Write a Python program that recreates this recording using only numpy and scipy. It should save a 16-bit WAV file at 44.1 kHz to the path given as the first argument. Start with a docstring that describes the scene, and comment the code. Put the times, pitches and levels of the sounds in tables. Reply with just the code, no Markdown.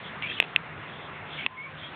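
"""A wash of distant outdoor noise and a low machine hum, on a porch above a lawn where a cat rests.
A few sharp clicks ring short, damped modes close to the microphone, two led in by a faint crackle.
Thin chirps and whistles, probably birds, come from farther off: gliding tones with a short yard echo,
and twitter blurred into narrow noise bands. The small recorder passes little above 4 kHz."""
import sys
import numpy as np
from scipy import signal
from scipy.fft import rfft, irfft
from scipy.io import wavfile

SR = 44100
rng = np.random.default_rng(int(sys.argv[2]) if len(sys.argv) > 2 else 0)


def unload_wav(signal):
    """Save mono or channel-first audio to the path in sys.argv[1] as 16-bit WAV at rate SR, clipped to [-1, 1]."""
    wavfile.write(
        sys.argv[1],
        SR,
        np.round(np.clip(np.atleast_2d(signal).T, -1, 1) * 32767).astype(np.int16),
    )


N = 85995

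# wash spectrum: freq_hz, relative_density_db
WASH_SPECTRUM = [(25, -31), (50, -19.5), (90, -4.5), (140, -4), (260, -6.5), (430, -9), (800, -8.5),
                 (1200, -7), (1700, -7.5), (2300, -7.5), (2800, -17), (3400, -15), (4200, -29.5)]
# wash envelope: time_s, level_db
WASH_ENVELOPE = [(0, -41.5), (.4, -41.5), (.7, -41), (1.25, -41), (1.46, -40.5), (1.478, -49),
                 (1.62, -47.5), (1.75, -44), (1.87, -43.5), (1.95, -41.5)]
# wash treble against the rest: time_s, gain_db
TREBLE_ENVELOPE = [(0, 5.5), (0.169, -1.5), (0.351, 8), (0.579, -1.5), (0.781, -11), (.98, -1),
                   (1.201, -7.5), (1.4, 5.5), (1.56, -3.5), (1.85, 4)]
# hum envelope: time_s, level_db
HUM_ENVELOPE = [(0, -56), (.25, -54), (.45, -59.5), (.75, -52.5), (1.15, -54.5), (1.36, -50.5), (1.55, -63),
                (1.75, -45.5), (1.95, -72)]
# far twitter: start_s, length_s, pitch_hz, level_db
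FAR_TWITTERS = [(0.027, 0.079, 3320, -47), (0.301, 0.074, 3370, -41), (0.868, 0.22, 3410, -52.5),
                (1.3, 0.087, 3420, -43), (1.365, 0.074, 3130, -43.5), (1.768, 0.14, 3336, -48.5)]
# chirps: start_s, length_s, from_hz, to_hz, level_db, roughness
BIRD_CHIRPS = [(0.23, 0.028, 2350, 2293, -30, .2), (0.254, 0.023, 2450, 2330, -35, 0.22),
               (0.284, 0.033, 3116, 3284, -38, 0.22), (.29, 0.072, 2430, 2417, -46, .7),
               (0.314, 0.012, 1700, 1950, -36, .2), (0.363, 0.029, 3050, 2920, -39, .45),
               (1.378, .045, 2290, 2140, -38, 0.5), (1.423, 0.024, 2200, 2390, -38, 0.44),
               (1.558, 0.14, 2124, 2343, -41.5, 0.22), (1.82, 0.071, 3190, 3330, -46.5, 0.23)]
# low whistles: start_s, length_s, from_hz, to_hz, level_db
BIRD_WHISTLES = [(1.486, 0.16, 1014, 1044, -48.5), (1.656, 0.063, 1091, 1044, -47.5)]
# spells of crackle: start_s, length_s, level_db
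CRACKLE_SPELLS = [(0.219, 0.13, -37.5), (0.368, .09, -40), (1.367, 0.11, -43)]
# modes rung by clicks and crackle: freq_hz, gain_db, t60_s
BODY_MODES = [(1988, -8.5, 0.0057), (2634, -4, 0.0098), (3423, -8, .004)]
# close clicks: time_s, drive_db, knock_db, knock_hz, knock_t60_s
CLOSE_CLICKS = [(.2237, -12.5, -50.5, 900, .002), (0.4012, 2.35, -2, 536, 0.0017),
                (.4255, -12, -19.5, 850, 0.0057), (.5615, 1.43, -30, 720, 0.0035),
                (1.4633, -4.5, -21.5, 1064, 0.011)]


def from_db(db):
    """Decibels to gain."""
    return 10 ** (np.asarray(db) / 20)


def unit_rms(x):
    """Scale to rms 1."""
    return x / np.sqrt(np.mean(x ** 2) + 1e-20)


def seconds():
    """Time of every sample."""
    return np.arange(N) / SR


def curve(points):
    """Breakpoints interpolated to every sample."""
    return np.interp(seconds(), *np.transpose(points))


def filtered(x, kind, edges_hz):
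    """Butterworth filter, 12 dB per octave."""
    return signal.sosfilt(signal.butter(2, edges_hz, kind, fs=SR, output="sos"), x)


def drift(rate_hz):
    """Smooth random wander, rms 1."""
    hop, settle = 20, 2000
    pole = np.exp(-2 * np.pi * rate_hz * hop / SR)
    white = rng.standard_normal(N // hop + settle + 2)
    slow = signal.lfilter([1], [1, -2 * pole, pole * pole], white)[settle:]
    return np.interp(np.arange(N) / hop, np.arange(len(slow)), unit_rms(slow))


def ring(force, hz, t60_s):
    """One damped mode; a unit impulse starts a sine of height 1."""
    pole = np.exp(-np.log(1000) / (t60_s * SR))
    step_rad = 2 * np.pi * hz / SR
    return signal.lfilter([0, np.sin(step_rad)], [1, -2 * pole * np.cos(step_rad), pole * pole],
                          force + 1e-18)


def impulse(time_s):
    """Unit impulse, shared between the nearest samples."""
    return np.maximum(0, 1 - np.abs(np.arange(N) - time_s * SR))


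def gate(start_s, length_s, attack_s, release_s):
    """Linear attack, hold and release."""
    age_s = seconds() - start_s
    return np.clip(age_s / attack_s, 0, 1) * np.clip((length_s - age_s) / release_s, 0, 1)


def wash(flicker_db=1.74, treble_ramp_hz=(2600, 3770)):
    """Far outdoor noise in flickering third-octave bands; the treble comes and goes."""
    edges_hz = 22 * 2 ** (np.arange(25) / 3)
    white = rng.standard_normal((2, N))
    freq_hz, density_db = np.transpose(WASH_SPECTRUM)
    treble_db = curve(TREBLE_ENVELOPE)
    out = 0
    for k, (low_hz, high_hz) in enumerate(zip(edges_hz, edges_hz[1:])):
        centre_hz = np.sqrt(low_hz * high_hz)
        band = filtered(white[k % 2], "band", [low_hz, high_hz])  # neighbours uncorrelated
        treble_share = np.interp(centre_hz, treble_ramp_hz, [0, 1])
        band_db = np.interp(np.log(centre_hz), np.log(freq_hz), density_db) + treble_share * treble_db
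        out += band * from_db(band_db + flicker_db * drift(rate_hz=6.35))
    return unit_rms(out) * from_db(curve(WASH_ENVELOPE))


def hum(pitch_hz=151, wander_hz=2.59, flutter_db=2):
    """A far machine on one wavering note."""
    phase = 2 * np.pi * np.cumsum(pitch_hz + wander_hz * drift(rate_hz=5.46)) / SR
    tone = np.sin(phase) * from_db(flutter_db * drift(rate_hz=8))
    return unit_rms(tone) * from_db(curve(HUM_ENVELOPE))


def twitter(width_hz=445, fade_s=0.017):
    """High calls, blurred by distance into narrow noise bands."""
    out = 0
    for start_s, length_s, hz, level_db in FAR_TWITTERS:
        band = filtered(rng.standard_normal(N), "band", [hz - width_hz / 2, hz + width_hz / 2])
        out += from_db(level_db) * unit_rms(band) * gate(start_s, length_s, fade_s, fade_s)
    return out


def bird_call(start_s, length_s, from_hz, to_hz, level_db, roughness):
    """A gliding tone; roughness (0-1) shakes its pitch and level."""
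    waver_hz, flutter_db = 227.6 * roughness, 6 * roughness
    glide_hz = np.interp(seconds(), [start_s, start_s + length_s], [from_hz, to_hz])
    phase = 2 * np.pi * np.cumsum(glide_hz + waver_hz * drift(rate_hz=170)) / SR
    tone = np.sin(phase) * from_db(flutter_db * drift(rate_hz=170))
    envelope = gate(start_s, length_s, attack_s=0.18 * length_s, release_s=0.27 * length_s)
    return from_db(level_db) * unit_rms(tone) * envelope


def birds(echo_db=-9, echo_t60_s=0.083):
    """Chirps and low whistles with a short, scattered yard echo."""
    calls = sum(bird_call(*row) for row in BIRD_CHIRPS)
    calls += sum(bird_call(*row, roughness=0.078) for row in BIRD_WHISTLES)
    tail = rng.standard_normal(N) * np.exp(-np.log(1000) * seconds() / echo_t60_s)
    echo = signal.fftconvolve(calls, tail / np.linalg.norm(tail))[:N]
    return calls + from_db(echo_db) * echo


def click_body(force, low_cut_hz=510):
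    """Heavily damped modes of alternating sign."""
    push = filtered(force, "high", low_cut_hz)
    return sum((-1) ** k * from_db(gain_db) * ring(push, hz, t60_s)
               for k, (hz, gain_db, t60_s) in enumerate(BODY_MODES))


def crackle(ticks_per_s=510, spread_db=2):
    """Spells of tiny random ticks ringing the click modes."""
    sizes = from_db(-spread_db * np.minimum(rng.exponential(1, N), 3))
    signs = rng.choice([-1, 1], N)
    hits = rng.random(N) < ticks_per_s / SR
    envelope = sum(from_db(level_db) * gate(start_s, length_s, attack_s=0.005, release_s=0.021)
                   for start_s, length_s, level_db in CRACKLE_SPELLS)
    return unit_rms(click_body(sizes * signs * hits)) * envelope


def clicks(knock_low_cut_hz=380):
    """Close impulses, each ringing the bright modes over a dull knock."""
    force, knocks = 0, 0
    for time_s, drive_db, knock_db, knock_hz, knock_t60_s in CLOSE_CLICKS:
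        hit = impulse(time_s)
        force += from_db(drive_db) * hit
        knocks += from_db(knock_db) * ring(hit, knock_hz, knock_t60_s)
    return click_body(force) + filtered(knocks, "high", knock_low_cut_hz)


def scene():
    """All sources at one microphone."""
    return (wash() + hum() + clicks() + crackle() + birds() + twitter())[None]


def record(dry, edge_hz=4047, skirt_hz=1400, clip_level=0.77, top_cut_hz=17000):
    """Narrow-band recorder: soft-edged low-pass, peak clipping, top cut."""
    freq_hz = np.arange(N + 1) * SR / (2 * N)
    ramp = np.clip(0.5 + (edge_hz - freq_hz) / skirt_hz, 0, 1)
    response = np.sin(ramp * np.pi / 2) ** 2
    narrow = irfft(rfft(dry, 2 * N) * response)[:, :N]
    top_cut = signal.cheby2(12, 70, top_cut_hz, fs=SR, output="sos")
    return signal.sosfilt(top_cut, np.clip(narrow, -clip_level, clip_level))


dry = scene()
out = record(dry)
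unload_wav(out)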